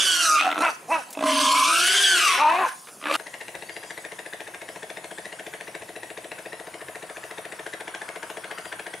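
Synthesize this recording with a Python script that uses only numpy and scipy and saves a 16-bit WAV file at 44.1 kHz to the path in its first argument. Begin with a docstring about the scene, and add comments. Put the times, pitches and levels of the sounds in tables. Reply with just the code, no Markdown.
"""A grassy yard: a pig squeals, a rough high scream over a low throat hum, with creaks and short clear yelps.
Then the ear jumps elsewhere in the yard: a slow one-cylinder engine chugs to the left, insects sing, a bird whistles.
The pig is noise-smeared oscillators, pulses through a throat, fold clicks and coloured air noise; each engine
firing is a struck block and a rising exhaust chirp; birds are gliding tones; the yard is patchy coloured noise."""
import sys
import numpy as np
from scipy import signal
from scipy.fft import rfft, irfft, next_fast_len
from scipy.io import wavfile
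from scipy.ndimage import uniform_filter1d, map_coordinates

SR = 44100
rng = np.random.default_rng(int(sys.argv[2]) if len(sys.argv) > 2 else 0)


def digitize_waveform(pressure):
    """Quantize a signal to 16-bit integers and store it at the path in sys.argv[1].

    Rows of a 2-D input are taken as channels; values are limited to [-1, 1].
    """
    field = np.atleast_2d(pressure).T
    bounded = np.clip(field, -1, 1)
    quanta = np.round(bounded * 32767).astype(np.int16)
    wavfile.write(sys.argv[1], SR, quanta)


N = 396900
JUMP_S = 3.1642  # the pig's place before, the engine's place after
STEADY_DB = 1.5  # patchiness of steady noises

# slow slaps of the vocal folds [start t/s, length/s, first and last rate/Hz, first and last level/dB,
# brightness/dB, share of the voice cut between slaps]
CREAKS = [(.41, 0.126, 87.96, 82.9, -25, -17, -2.5, 0.87), (.545, 0.046, 92.2, 93.3, -18.5, -13, -12, 1),
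          (.606, 0.07, 67.5, 67.7, -19, -8, -6.5, 0.52), (1.151, 0.1, 44.4, 70.8, -22, -14, -10.5, 0.71),
          (3.013, 0.02795, 78.1, 76.8, -44, -33, 8, 0.96), (3.055, 0.1, 68.15, 78.1, -19, -14.5, -6, 0.66)]
# middle band of the pig's breath noise [f/Hz, density/dB]
BREATH_MID = [(1200, -78), (1950, 4), (2300, -4), (3060, -3.5), (3700, -3.5), (4800, -26), (6200, -30)]


def amp(db):
    """Amplitude factor of a level in dB."""
    return 10 ** (np.asarray(db) / 20)


def unit(x):
    """x scaled to rms 1."""
    return x / np.sqrt(np.mean(x ** 2) + 1e-20)


def along(points, hz):
    """Reads (Hz, value) points on a log frequency axis."""
    f, v = np.transpose(points)
    return np.interp(np.log(hz + 1), np.log(f + 1), v)


def curves(tables, fade_s=0.0035):
    """A gate that is open inside each table's span, then one value per sample for each column."""
    t = np.arange(N) / SR
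    gate = 0
    for rows in tables:
        from_edge = np.minimum(t - rows[0][0], rows[-1][0] - t)
        gate = gate + np.clip((from_edge + fade_s) / fade_s, 0, 1)
    s, *cols = np.concatenate(tables).T
    return [np.minimum(gate, 1)] + [np.interp(t, s, c) for c in cols]


def wobble(rate):
    """A smooth random curve, rate knots a second."""
    at = np.arange(0, N + 16, 16)
    knots = rng.standard_normal(int(N * rate / SR) + 4)
    return np.interp(np.arange(N), at, map_coordinates(knots, [at * rate / SR]))


def filtered(x, response):
    """x times a complex response of frequency."""
    m = next_fast_len(N + SR // 2)
    return irfft(rfft(x, m) * response(np.fft.rfftfreq(m, 1 / SR)), m)[..., :N]


def noise(spectrum, patchy_db, tall=5, long=10):
    """Coloured noise of rms 1 with patches of random gain, tall bins by long frames."""
    z = signal.stft(rng.standard_normal(N), nperseg=512)[2]
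    field = uniform_filter1d(rng.standard_normal(z.shape), size=tall, axis=0)
    field = uniform_filter1d(field, size=long, axis=1)
    x = signal.istft(z * amp(patchy_db * unit(field)), nperseg=512)[1][:N]
    return unit(filtered(x, lambda hz: amp(along(spectrum, hz))))


def phase(hz):
    """Running phase in radians of a gliding pitch."""
    return 2 * np.pi * np.cumsum(hz) / SR


def fuzzy(turn, rough, spread_hz):
    """A tone that trades part of its power for a noise band around it."""
    share = np.clip(rough, 0, 1)
    smear = wobble(spread_hz) * np.sin(turn) + wobble(spread_hz) * np.cos(turn)
    return np.sqrt(2 - 2 * share) * np.sin(turn) + np.sqrt(share) * smear


def resonator(f, centre, width):
    """Complex response of one resonance, 1 at its centre."""
    return 1j * f * width / (centre * centre - f * f + 1j * f * width)


def yard(late):
    """Far machinery drones, leaves rustle and insects buzz in one high band, all as patchy noise."""
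    # [t/s, drone level/dB, insect level/dB, leaf level before a trim/dB], one list for each place
    levels = [
        [(0, -53, -58, -46), (1, -49, -61, -45.5), (2.7, -53, -54.5, -40.5), (3.16, -49, -56, -46)],
        [(3.17, -50.5, -56.5, -44.5), (6, -49, -54.5, -46), (9, -49, -53.5, -45)],
    ]
    # drone colour in the pig's place, then in the engine's place [f/Hz, density/dB]
    drone_before = [(18, -66), (30, -44), (166, -0.5), (540, -0.5), (1270, -3), (1830, -5.5), (3330, -10),
                    (3550, -49), (5000, -27), (6500, -62), (11000, -120)]
    drone_after = [(20, -11), (60, -11), (150, -2.5), (255, -6.5), (340, 1), (440, -4), (510, 2.5),
                   (630, -1), (900, -1.5), (1250, -14), (1750, -5.5), (2300, -8), (3500, -11.5),
                   (5000, -30), (8000, -60)]
    # leaf rustle [f/Hz, density/dB]
    leaf_color = [(2060, -45), (3500, -15), (4550, -11.5), (8240, -8.5), (9700, -8.5), (10900, -10.5),
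                  (13800, -21), (15600, -25)]

    _, drone_db, insect_db, leaf_db = curves(levels)
    drone = np.where(late, noise(drone_after, STEADY_DB), noise(drone_before, 2 * STEADY_DB))
    insect_color = [(7500, -84), (9300, -0.5), (9750, 0.5), (10200, -4.5), (12500, -84)]
    insects = noise(insect_color, 0.81) * amp(1.6 * wobble(150))
    leaves = noise(leaf_color, 3.8)
    return amp(drone_db) * drone + amp(insect_db) * insects + amp(leaf_db - 6.5) * leaves


def rushing_air(low, air_db, hiss_db, mouth_hz):
    """Turbulent breath: air rings in the open mouth among three noise bands, chopped by the humming folds."""
    # chesty low band, then hissing top band [f/Hz, density/dB]
    body_color = [(250, -19), (450, -14.5), (640, -4.5), (840, -75), (1050, 2.5), (1250, -6), (1450, 4.5),
                  (1700, 4), (1950, -20), (2400, -62)]
    hiss_color = [(2650, -37), (4500, -4), (5890, 1), (7210, -6), (8330, -0.5), (10200, -3.5),
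                  (12400, -13.5), (15500, -35)]

    def streaky(spectrum):
        return noise(spectrum, 4.5, tall=2, long=12)

    # as the breath weakens the low band is lifted against the rest, up to a limit
    body_db = np.minimum(-2 + (-20 - air_db), 14)
    braid = 1 + 1.2 * np.cos(low) + .8 * np.cos(2 * low)  # the hum splits each band into strands
    ring = fuzzy(phase(mouth_hz), 1, 260) + .5 * fuzzy(phase(1.5 * mouth_hz), 1, 260)
    air = 0.29 * braid * ring / 1.4 + .33 * streaky(BREATH_MID)
    air = air + amp(hiss_db + 2.0) * streaky(hiss_color) + amp(body_db - 10.0) * streaky(body_color)
    flutter = amp(air_db + 1.5 * wobble(90)) * (1 + .5 * np.cos(low))
    return flutter * air


def held_tones():
    """Steady tones under the scream, each swelling to a peak and sinking."""
    # [start t/s, length/s, f/Hz before waver, peak level/dB before flicker]
    tones = [(0.407, .1, 740, -22), (1.36, 0.38, 1008, -14.5), (3.059, 0.079, 581.3, -25)]
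    peak_share, edge_db = 0.59, -15.5  # where in its length the peak falls; level of both ends against it

    swells = [[(s, f, g + edge_db), (s + peak_share * d, f, g), (s + d, f, g + edge_db)]
              for s, d, f, g in tones]
    on, hz, db = curves(swells)
    tone = fuzzy(phase(hz * (1 + .02 * wobble(14))), 0.45, 140)
    return on * amp(db + 3.2 * wobble(29.95)) * tone


def squeal(chop):
    """Two oscillators at once: the low hum beats against the high scream and gives it side lines."""
    # scream [t/s, pitch f/Hz before waver, level/dB, roughness 0-1]
    scream_rows = [
        [(0.0, 1561, -33, 0), (.05, 1547, -33, 0.15), (.09, 1510, -29, 0.02), (0.17, 1427, -28, 0),
         (.21, 1417, -27, 0.05), (0.25, 1344, -27, 0.23), (.275, 1272, -21.5, 0), (0.3, 1244, -16, 0),
         (.36, 1234, -15.5, 0.04), (0.39, 1233, -18, 0.57), (0.43, 1325, -26.5, 0.4), (0.57, 1319, -27.5, 0.45),
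         (0.64, 1366, -23, 0.4), (0.66, 1356, -14, 0.2)],
        [(1.22, 1022, -33, 0.35), (1.245, 1056, -19.5, .4), (1.344, 1013, -28.5, 0.49), (1.55, 1116, -19, 0.5),
         (1.66, 1181, -25, 0.65), (1.7, 1257, -19, 0.53), (1.84, 1408, -24.5, 0.55), (1.986, 1581, -26, 0.34),
         (2.128, 1525, -16, 0.04), (2.196, 1352, -26, 0.34), (2.27, 1203, -18.5, 0.58),
         (2.338, 1080, -22, 0.52), (2.384, 1002, -28, 0.34), (2.41, 1156, -20, 0.17), (2.5, 1310, -33, 0.22)],
        [(3.015, 1214, -42, 0.42), (3.09, 1172, -27, 0.39), (3.17, 1280, -21, 0.44)],
    ]
    # throat hum [t/s, low tone f/Hz before waver, level/dB]
    hum_rows = [
        [(0.0, 382.8, -44.5), (0.17, 325.2, -48.5), (.24, 332.6, -42.5), (0.344, 297, -45), (0.5, 297.1, -39.5),
         (0.62, 309.8, -28.5)],
        [(1.17, 283, -34), (1.23, 287.5, -23.5), (1.4, 273.7, -32), (1.65, 279.9, -40), (1.7, 323.8, -37),
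         (1.994, 394.1, -39), (2.194, 353.2, -35.5), (2.294, 348.7, -52), (2.38, 379.6, -31.5)],
        [(3.03, 300.6, -38), (3.17, 312.8, -34)],
    ]
    # rushing air [t/s, level/dB, hiss against it/dB, mouth resonance f/Hz]
    air_rows = [
        [(0.0, -21, -7, 3140), (0.08, -22, -5.5, 3060), (0.2, -27, 0, 3080), (0.33, -32, 8, 2510),
         (0.416, -21.5, -19, 2870), (0.564, -51.5, -3.5, 2710), (0.608, -42, 2, 2570), (0.688, -34, -7.5, 2460),
         (0.76, -65, 13, 2530)],
        [(0.88, -73, 14, 2650), (0.912, -45, 4, 2650), (0.94, -32, -10, 2650), (1.04, -49, -1.5, 2650)],
        [(1.165, -64, 6, 2660), (1.173, -54, 0, 2730), (1.269, -25, -9, 2920), (1.445, -19.5, -11.5, 3160),
         (1.713, -24.5, -6.5, 2640), (1.967, -19, -7.5, 3210), (2.027, -22, -3.5, 3060),
         (2.045, -15, -10.5, 3080), (2.107, -22.5, -3, 3050), (2.277, -20, -8.5, 2600),
         (2.453, -27.5, -17, 2700), (2.633, -33, -21, 2560), (2.689, -38, -4, 2670), (2.74, -48, -32, 2560)],
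        [(3.0, -60, 4, 2580), (3.054, -34.5, -21, 2490), (3.16, -21, -10.5, 2950), (3.17, -41, -3, 2920)],
    ]
    # lines the hum adds around each overtone [multiple of the hum, level/dB]
    side_lines = [(0, 0), (.5, -6), (1, -4), (-.5, -9)]
    nasal_above_hz, nasal_db = 345, 0.5  # a nasal tone rides this far above the low tone
    mouth_width_hz = 356
    torn_db = 4.5  # each side line breaks up on its own

    hum_on, low_hz, low_db = curves(hum_rows)
    low = phase(low_hz * (1 + 0.0142 * wobble(40.9)))
    nasal = amp(nasal_db) * fuzzy(phase(low_hz + nasal_above_hz), 0.42, 90)
    hum = hum_on * amp(low_db) * (fuzzy(low, 0.53, 60) + nasal)

    air_on, air_db, hiss_db, mouth_hz = curves(air_rows)
    on, hz, db, rough = curves(scream_rows)
    waver = .01 * wobble(50) + .012 * wobble(16)  # fast and slow unsteadiness
    high = phase(hz * (1 + (0.195 + 2 * rough) * waver))

    def strands(k, smear):
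        return sum(amp(g + torn_db * wobble(35)) * fuzzy(k * high + m * low, smear, 130)
                   for m, g in side_lines)

    scream = fuzzy(high, .7 * rough + .08, 200) + .4 * fuzzy(high + low / 2, rough + .2, 200)
    scream = amp(db) * scream
    # the octave follows the breath, loudest where it meets the mouth resonance
    octave = amp(air_db - 2 - 4.8 * rough) / np.hypot(1, (2 * hz - mouth_hz) / mouth_width_hz)
    scream = scream + octave * strands(2, .6 * rough + .45)
    for k in range(3, 7):  # upper overtones follow the hiss and blur into wavy bands
        upper_db = air_db + np.minimum(hiss_db, 0) - 4.5 - 2.5 * (k - 3) - 2
        scream += amp(upper_db) * strands(k, .5 * rough + .6)
    beat = 1 + 0.08 * np.cos(low) + 0.089 * np.cos(2 * low)

    leak = amp(on * (6.9 * rough - 1.5))  # a clear scream leaks less air
    air = air_on * rushing_air(low, air_db, hiss_db, mouth_hz) * leak
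    return held_tones() * (1 + 2 * chop) / 3 + chop * (hum + on * beat * scream + air)


def through_nose(pig):
    """The open nose absorbs one band of the voice while its passage is open."""
    # nasal moments [start t/s, end t/s, opening 0-1, absorbed centre f/Hz]
    openings = [(0.106, 0.327, 0.4, 2280), (.26, 0.417, 0.95, 1800), (0.273, 0.386, 1, 3470),
                (1.29, 1.897, 0.93, 1947)]
    # absorbed band [share of its centre f, level/dB]
    notch = [(.85, 0), (.93, -12), (.98, -34), (1.02, -34), (1.07, -12), (1.15, 0)]
    move_s = .08  # time the nose takes to open or shut

    for a, b, wide, nose_hz in openings:
        on, nasal = curves([[(a, 0), (a + move_s, wide), (b - move_s, wide), (b, 0)]])
        share = on * np.clip(nasal - 0.09 * np.abs(wobble(15)), 0, 1)
        absorbed = filtered(pig, lambda hz: amp(along(notch, hz / nose_hz)))
        pig = pig + share * (absorbed - pig)
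    return pig


def throat(f):
    """The pig's fixed airway resonances, with alternating sign."""
    # [centre f/Hz, width/Hz, level/dB]
    airway = [(670, 610, -2), (977, 300, 5.5), (1280, 56, -3), (1890, 540, -14.5), (2600, 117, -0.5),
              (3900, 550, -64)]
    return sum((-1) ** k * amp(db) * resonator(f, c, w) for k, (c, w, db) in enumerate(airway))


def slaps():
    """Rows (s, dB, brightness dB, cut) of single fold slaps: rate and strength glide through each creak."""
    scatter_s, scatter_db = .001, 2
    rows = []
    for s, d, rate0, rate1, db0, db1, bright_db, cut in CREAKS:
        u, chance = np.linspace(0, 1, 200), rng.standard_normal((30, 2))
        done = d * (rate0 * u + (rate1 - rate0) * u ** 2 / 2)  # slaps so far
        shares = np.interp(np.arange(int(done[-1]) + 1), done, u)
        for at, (late, size) in zip(shares, chance):
            slap_db = db0 + (db1 - db0) * at + scatter_db * size
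            rows.append((s + d * at + scatter_s * late, slap_db, bright_db, cut))
    return rows


def chopped(rows, t60):
    """While the folds creak, the voice comes in bursts: open at each slap, shut before the next."""
    t, open_, creaking = np.arange(N) / SR, np.zeros(N), np.zeros(N)
    for s, *_, cut in rows:
        near = slice(round(s * SR) - 200, round(s * SR) + 800)
        since = t[near] - s
        open_[near] = np.maximum(open_[near], (since >= 0) * amp(-60 * np.abs(since) / t60))
        creaking[near] = np.clip(cut, 0, 1)
    return 1 + uniform_filter1d(creaking, size=300) * (1.66 * uniform_filter1d(open_, size=20) - 1)


def creaks(rows):
    """Single slow slaps of the folds, each a click that rings the throat and a short puff."""
    dull, bright, t = np.zeros(N + SR), np.zeros(N + SR), np.arange(900) / SR
    click = 0.26 * amp(-60 * t / 0.00031)
    ring = np.sin(2 * np.pi * 1320 * t) * amp(-60 * t / 0.0065)  # the half-shut mouth rings on
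    sharp_front = 1 + 2.5 * amp(-60 * t / .005)
    for s, db, bright_db, _ in rows:
        here = slice(round(s * SR), round(s * SR) + len(t))
        puff = amp(-60 * t / .03) * rng.standard_normal(len(t))
        dull[here] += amp(db) * (1.9 * puff + click + .5 * ring)
        bright[here] += amp(db + bright_db + 2) * puff * sharp_front
    throaty = filtered(dull[:N], lambda hz: throat(hz) / (1 + (hz / 3600) ** 4))
    return throaty + filtered(bright[:N], lambda hz: amp(along(BREATH_MID, hz)))


def yelps():
    """Short cries: fold pulses through the throat; an open mouth lifts the upper overtones."""
    # short cries [start t/s, length/s, pitch f/Hz after the rise, before the fall, level/dB there, there,
    # mouth opening/dB, roughness 0-1]
    short_cries = [(0.592, .14, 348, 318, -16.5, -21, 2, 0.6),
                   (0.884, .13, 332.4, 317, -15.5, -21, -2, 0.19)]
    # a longer cry that frays [t/s, pitch f/Hz, level/dB, mouth opening/dB, roughness, two lowest tones/dB]
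    last_cry = [(2.38, 266.6, -29, -20, 0.12, 4), (2.42, 300.2, -11, -8, 0.21, -9),
                (2.46, 303.8, -4.5, -16.5, .15, -11.5), (2.53, 333, -13.5, -7, 0.41, -5),
                (2.585, 373, -22.5, 1, .65, 5), (2.62, 386, -13.5, -11, 0.7, -2.5),
                (2.65, 331.7, -15.5, -9, 0.84, -6), (2.68, 269, -29, -14, 1.31, 2)]
    rise_s, fall_s = 0.036, .045
    slack, edge_db, shut_db = .71, -13, -21  # slack folds (pitch share) and a shut mouth at both ends
    frays_per_s = 6  # roughness grows through a yelp
    open_jaw_hz = 1600  # the wide jaw favours overtones near this pitch

    cries = []
    for s, d, f0, f1, g0, g1, wide, r in short_cries:
        frayed = r * (1 + frays_per_s * d)
        cries.append([(s, slack * min(f0, f1), g0 + edge_db, wide + shut_db, r, 0),
                      (s + rise_s, f0, g0, wide, r, 0),
                      (s + d - fall_s, f1, g1, wide, frayed, 0),
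                      (s + d, slack * f0, g1 + edge_db, wide + shut_db, frayed, 0)])
    on, hz, db, open_db, rough, low_db = curves(cries + [last_cry])
    turn = phase(hz * (1 + 0.00688 * wobble(60)))
    tone = 0
    for k in range(1, 13):
        if k > 3:
            lift = amp(open_db) * (1 + 1.6 / (1 + ((k * hz - open_jaw_hz) / 300) ** 2))
        else:
            lift = amp(low_db * (k < 3))
        way = throat(k * hz)
        overtone = fuzzy(k * turn + np.angle(way), rough * min(1, k / 3), 210)
        tone = tone + lift * np.abs(way) * overtone
    level = amp(db - 7.5 + 0.86 * np.minimum(rough, 1) * wobble(18))
    alternation = 1 + 0.4 * rough * np.cos(turn / 2)  # strong and weak pulses alternate
    return on * level * tone * alternation


def ticks():
    """Small dry ticks in the grass: short puffs of noise, each around its own centre."""
    # [t/s, level/dB, centre f/Hz]
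    puffs = [(1.105, -40, 8800), (1.128, -36, 7890), (2.872, -37.5, 1490), (2.886, -35, 1426)]
    out, t = np.zeros(N), np.arange(900) / SR
    for s, db, hz in puffs:
        band = signal.butter(1, [.6 * hz, 1.5 * hz], "band", fs=SR)
        puff = signal.lfilter(*band, rng.standard_normal(len(t)))
        out[round(s * SR):][:len(t)] += amp(db - 60 * t / 0.068) * 2 * puff
    return out


def firings():
    """Sample times of the firings: the governor hunts, so a small lag swings slowly to and fro."""
    first_s, cycle_s = 3.19962, .0708673
    hunt_s, swing, latest = .0013, 36.5, 23.5  # greatest lag; firings a swing; firing of greatest lag
    n = np.arange(-1, 83)
    lag = hunt_s * np.cos(2 * np.pi * (n - latest) / swing)
    return np.round((first_s + cycle_s * n + lag) * SR).astype(int)


def engine():
    """Each firing: a knock in the block, then the exhaust pipe lets out a chirp that rises, low notes first."""
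    # [t/s, exhaust level/dB, knock level/dB, knock pitch f/Hz, buzz of a loose part/dB], before trims and scatter
    course = [(3.17, -47.5, -39.5, 2108, -60), (4, -44.5, -38.5, 1947, -58), (5, -44, -38.5, 1810, -60),
              (6, -42.5, -39, 1940, -60), (6.9, -42.5, -41.5, 1940, -52.5), (7.5, -42, -38, 1880, -52.5),
              (8.3, -42.5, -35.5, 1633, -49.5), (9, -43.5, -36.5, 1670, -55.5)]
    # noise of the knock [f/Hz, density/dB]
    knock_color = [(60, -25), (400, -13.5), (760, -7), (1050, -5.5), (1300, -23), (1600, -0.5), (1960, 1),
                   (2610, -8.5), (2990, -11), (3350, -11), (5150, -21), (9000, -18), (11700, -32),
                   (19800, -120)]
    # exhaust pipe resonances [centre f/Hz, width/Hz, lift as a factor]
    pipe_modes = [(335, 24, 1.6), (440, 28, 2.6), (560, 26, 1.2), (640, 34, 2.2), (730, 26, 1.4),
                  (880, 60, 1.2)]
    pipe_low_hz = 120  # the exhaust radiates little below this
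    lead_s, lead_pitch = .014, .9  # lead-in before the main blow; pitch share of the softer knock

    _, exhaust_db, knock_db, knock_hz, rattle_db = curves([course])
    at = firings()
    t = np.arange(3200) / SR - lead_s
    after = np.maximum(t - .0012, 0)
    sweep = phase((240 + 470 * np.clip(after / 0.013, 0, 1)) * (after > 0))
    # a dip, then a second push as the wave returns
    swell = 1 - .5 * np.exp(-((after - .0072) / 0.0022) ** 2) + 0.5 * np.exp(-((after - .01) / 0.0004) ** 2)
    push = swell * np.clip(after / 0.0025, 0, 1) * amp(-60 * np.maximum(after - .012, 0) / 0.026)
    thump = np.sin(2 * np.pi * 185 * after) * amp(-60 * after / .06) * np.clip(after / .003, 0, 1)
    valve = 0.17 * np.sin(2 * np.pi * 560 * (t + 0.00978)) * np.exp(-((t + 0.0016) / 0.003) ** 2)

    lead = 0.75 * np.exp(-((t + 0.0045) / 0.003) ** 2)  # a softer, lower knock before the main blow
    main = np.exp(-(t / 0.0023) ** 2) + 0.18 * np.exp(-((t - .005) / 0.009) ** 2)
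    snap = np.exp(-(t / .0018) ** 2)  # the upper modes sound only at the main blow
    burst = 0.92 * (lead + main) + 2.6 * (t > 0) * amp(-60 * t / 0.052)

    def pipe_response(f):
        modes = 1 + sum(g * resonator(f, c, w) for c, w, g in pipe_modes)
        return f ** 4 / (f ** 4 + pipe_low_hz ** 4) * modes

    pipe, ring, gate = np.zeros((3, N + SR))
    chance = rng.standard_normal((len(at), 5))
    for i, (size, tone, hard, jog, gas) in zip(at - round(lead_s * SR), chance):
        chirp = push * np.sin(sweep * amp(.05 * gas))
        pipe[i:i + len(t)] += amp(1.03 * size) * (chirp + 0.71 * thump + valve)
        i += round(30 * jog)  # the knock lands a little early or late
        # modes of the block, struck unevenly
        block = 2 * np.pi * knock_hz[min(i, N - 1)] * amp(0.37 * tone) * t
        soft_knock = lead * amp(3 * gas) * np.sin(lead_pitch * block + 3 * size)
        upper = .6 * amp(3 * jog) * np.sin(1.35 * block) + .55 * amp(3 * size) * np.sin(1.95 * block)
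        ring[i:i + len(t)] += amp(1.5 * hard) * (main * np.sin(block) + soft_knock + snap * upper)
        gate[i:i + len(t)] += amp(hard) * burst
    exhaust = unit(filtered(pipe[:N], pipe_response))
    clatter = unit(filtered(gate[:N] * noise(knock_color, STEADY_DB), pipe_response))
    knock = 0.7 * unit(ring[:N]) + clatter
    rattle_color = [(500, -77), (900, 8.0), (1600, 5.5), (2400, -86)]
    rattle = (1 + .5 * gate[:N]) * noise(rattle_color, STEADY_DB)
    return amp(exhaust_db - 4.0) * exhaust + amp(knock_db - 8.0) * knock + amp(rattle_db) * rattle


def bird():
    """Two arched whistles on the third overtone, the second joining near the crest; thin calls farther off."""
    # near whistles [start t/s, crest t/s, end t/s, top of the third overtone f/Hz]
    whistles = [(3.62, 3.87, 3.95, 4950), (8.47, 8.62, 8.76, 4880)]
    # shape of a whistle [0 start 1 crest 2 end, share of top pitch, level/dB before flicker]
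    arch = [(0, .85, -61), (.35, .955, -54.5), (1, 1, -54.5), (1.5, .98, -55), (2, .9, -62)]
    # farther birds [start t/s, length/s, top f/Hz]
    faint_calls = [(4.4, .52, 5550), (4.9, .42, 4300), (5.47, .1, 5800), (5.59, .17, 3550),
                   (6.44, .14, 5500)]
    sag_hz, faint_db, broken_db = 200, -67, 4  # far calls sag in pitch and come in broken chirps

    arches = [[(np.interp(u, range(3), span), share * top, g) for u, share, g in arch]
              for *span, top in whistles]
    on, hz, db = curves(arches, fade_s=0.052)
    turn = phase(hz * (1 + 0.0032 * wobble(60)))
    second = .7 * (hz > 4650) * np.sin(turn * 2 / 3)
    near = on * amp(db + 2 * wobble(40)) * (fuzzy(turn, .55, 220) + second)

    glides = [[(s, f - sag_hz), (s + d / 5, f), (s + d, f - sag_hz / 2)] for s, d, f in faint_calls]
    on, hz = curves(glides, fade_s=.02)
    return near + on * amp(faint_db + broken_db * wobble(18)) * fuzzy(phase(hz), 0.52, 150)


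def echo(x):
    """Sheds and fences answer with a stereo noise tail, each frequency dying at its own speed."""
    # colour of the echo [f/Hz, level/dB]
    walls = [(60, -75), (300, -6), (1000, 8.5), (3000, 14.5), (8000, 11.5), (14000, -77)]
    # decay by 60 dB [f/Hz, time/s]
    decay = [(200, 0.67), (2000, 0.37), (10000, 0.3)]
    hz, t, z = signal.stft(rng.standard_normal((2, SR // 2)), SR, nperseg=256)
    tail_db = along(walls, hz)[:, None] - 60 * t / along(decay, hz)[:, None]
    tail = signal.istft(z * amp(tail_db), SR, nperseg=256)[1]
    delayed = np.pad(x, (300, 0))[None]
    return signal.fftconvolve(delayed, tail / np.linalg.norm(tail[0]), axes=1)[:, :N]


def scene():
    """The pig's place, then the engine's place, each with its echo, over the air of the yard."""
    # pig's place in the stereo field [t/s, left minus right level/dB]
    pig_pan = [(0.0, -3), (0.65, 0), (1.2, -1.5), (2.5, 2), (3.17, 0)]
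    # no bass from a small larynx [f/Hz, level/dB]
    larynx = [(100, -18), (230, -1.5)]
    centred_hz = 215  # bass below this reaches both ears nearly alike

    late = np.arange(N) >= JUMP_S * SR
    rows = slaps()
    voice = squeal(chopped(rows, .04)) + yelps() + creaks(rows)
    pig = through_nose(filtered(voice, lambda hz: amp(along(larynx, hz))))
    pan_db = curves([pig_pan])[1]
    near = pig * amp([pan_db / 2, -pan_db / 2]) + amp(-14.5) * echo(pig) + ticks()

    motor = engine()
    far = motor + bird() + amp(-17.0) * echo(motor)[0]
    far = far * amp([[2.1], [-2.4]]) + amp(-10.5) * echo(motor)

    air, other = yard(late), yard(late)
    air = np.array([air + 0.015 * other, air - 0.32 * other])
    air = air * amp(late * np.array([[1.6], [-2]]))

    both = np.where(late, far, near) + air
    side = filtered((both[0] - both[1]) / 2, lambda hz: hz ** 2 / (hz ** 2 + centred_hz ** 2))
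    return both.mean(0) + np.array([side, -side])


def record(dry):
    """The microphone drops deep bass, a fast gain control evens out loud cries, peaks round off, the top is cut."""
    top_hz = 15700
    thin = signal.sosfilt(signal.butter(2, 70, "high", fs=SR, output="sos"), dry)
    level = np.sqrt(np.abs(uniform_filter1d(np.mean(thin ** 2, 0), size=400)))
    even = thin * np.minimum(1, (.1 / (level + 1e-9)) ** .5)
    soft = even / (1 + np.abs(even / .55) ** 4) ** (1 / 4)
    return filtered(soft, lambda hz: hz < top_hz)


dry = scene()
out = record(dry)
digitize_waveform(out)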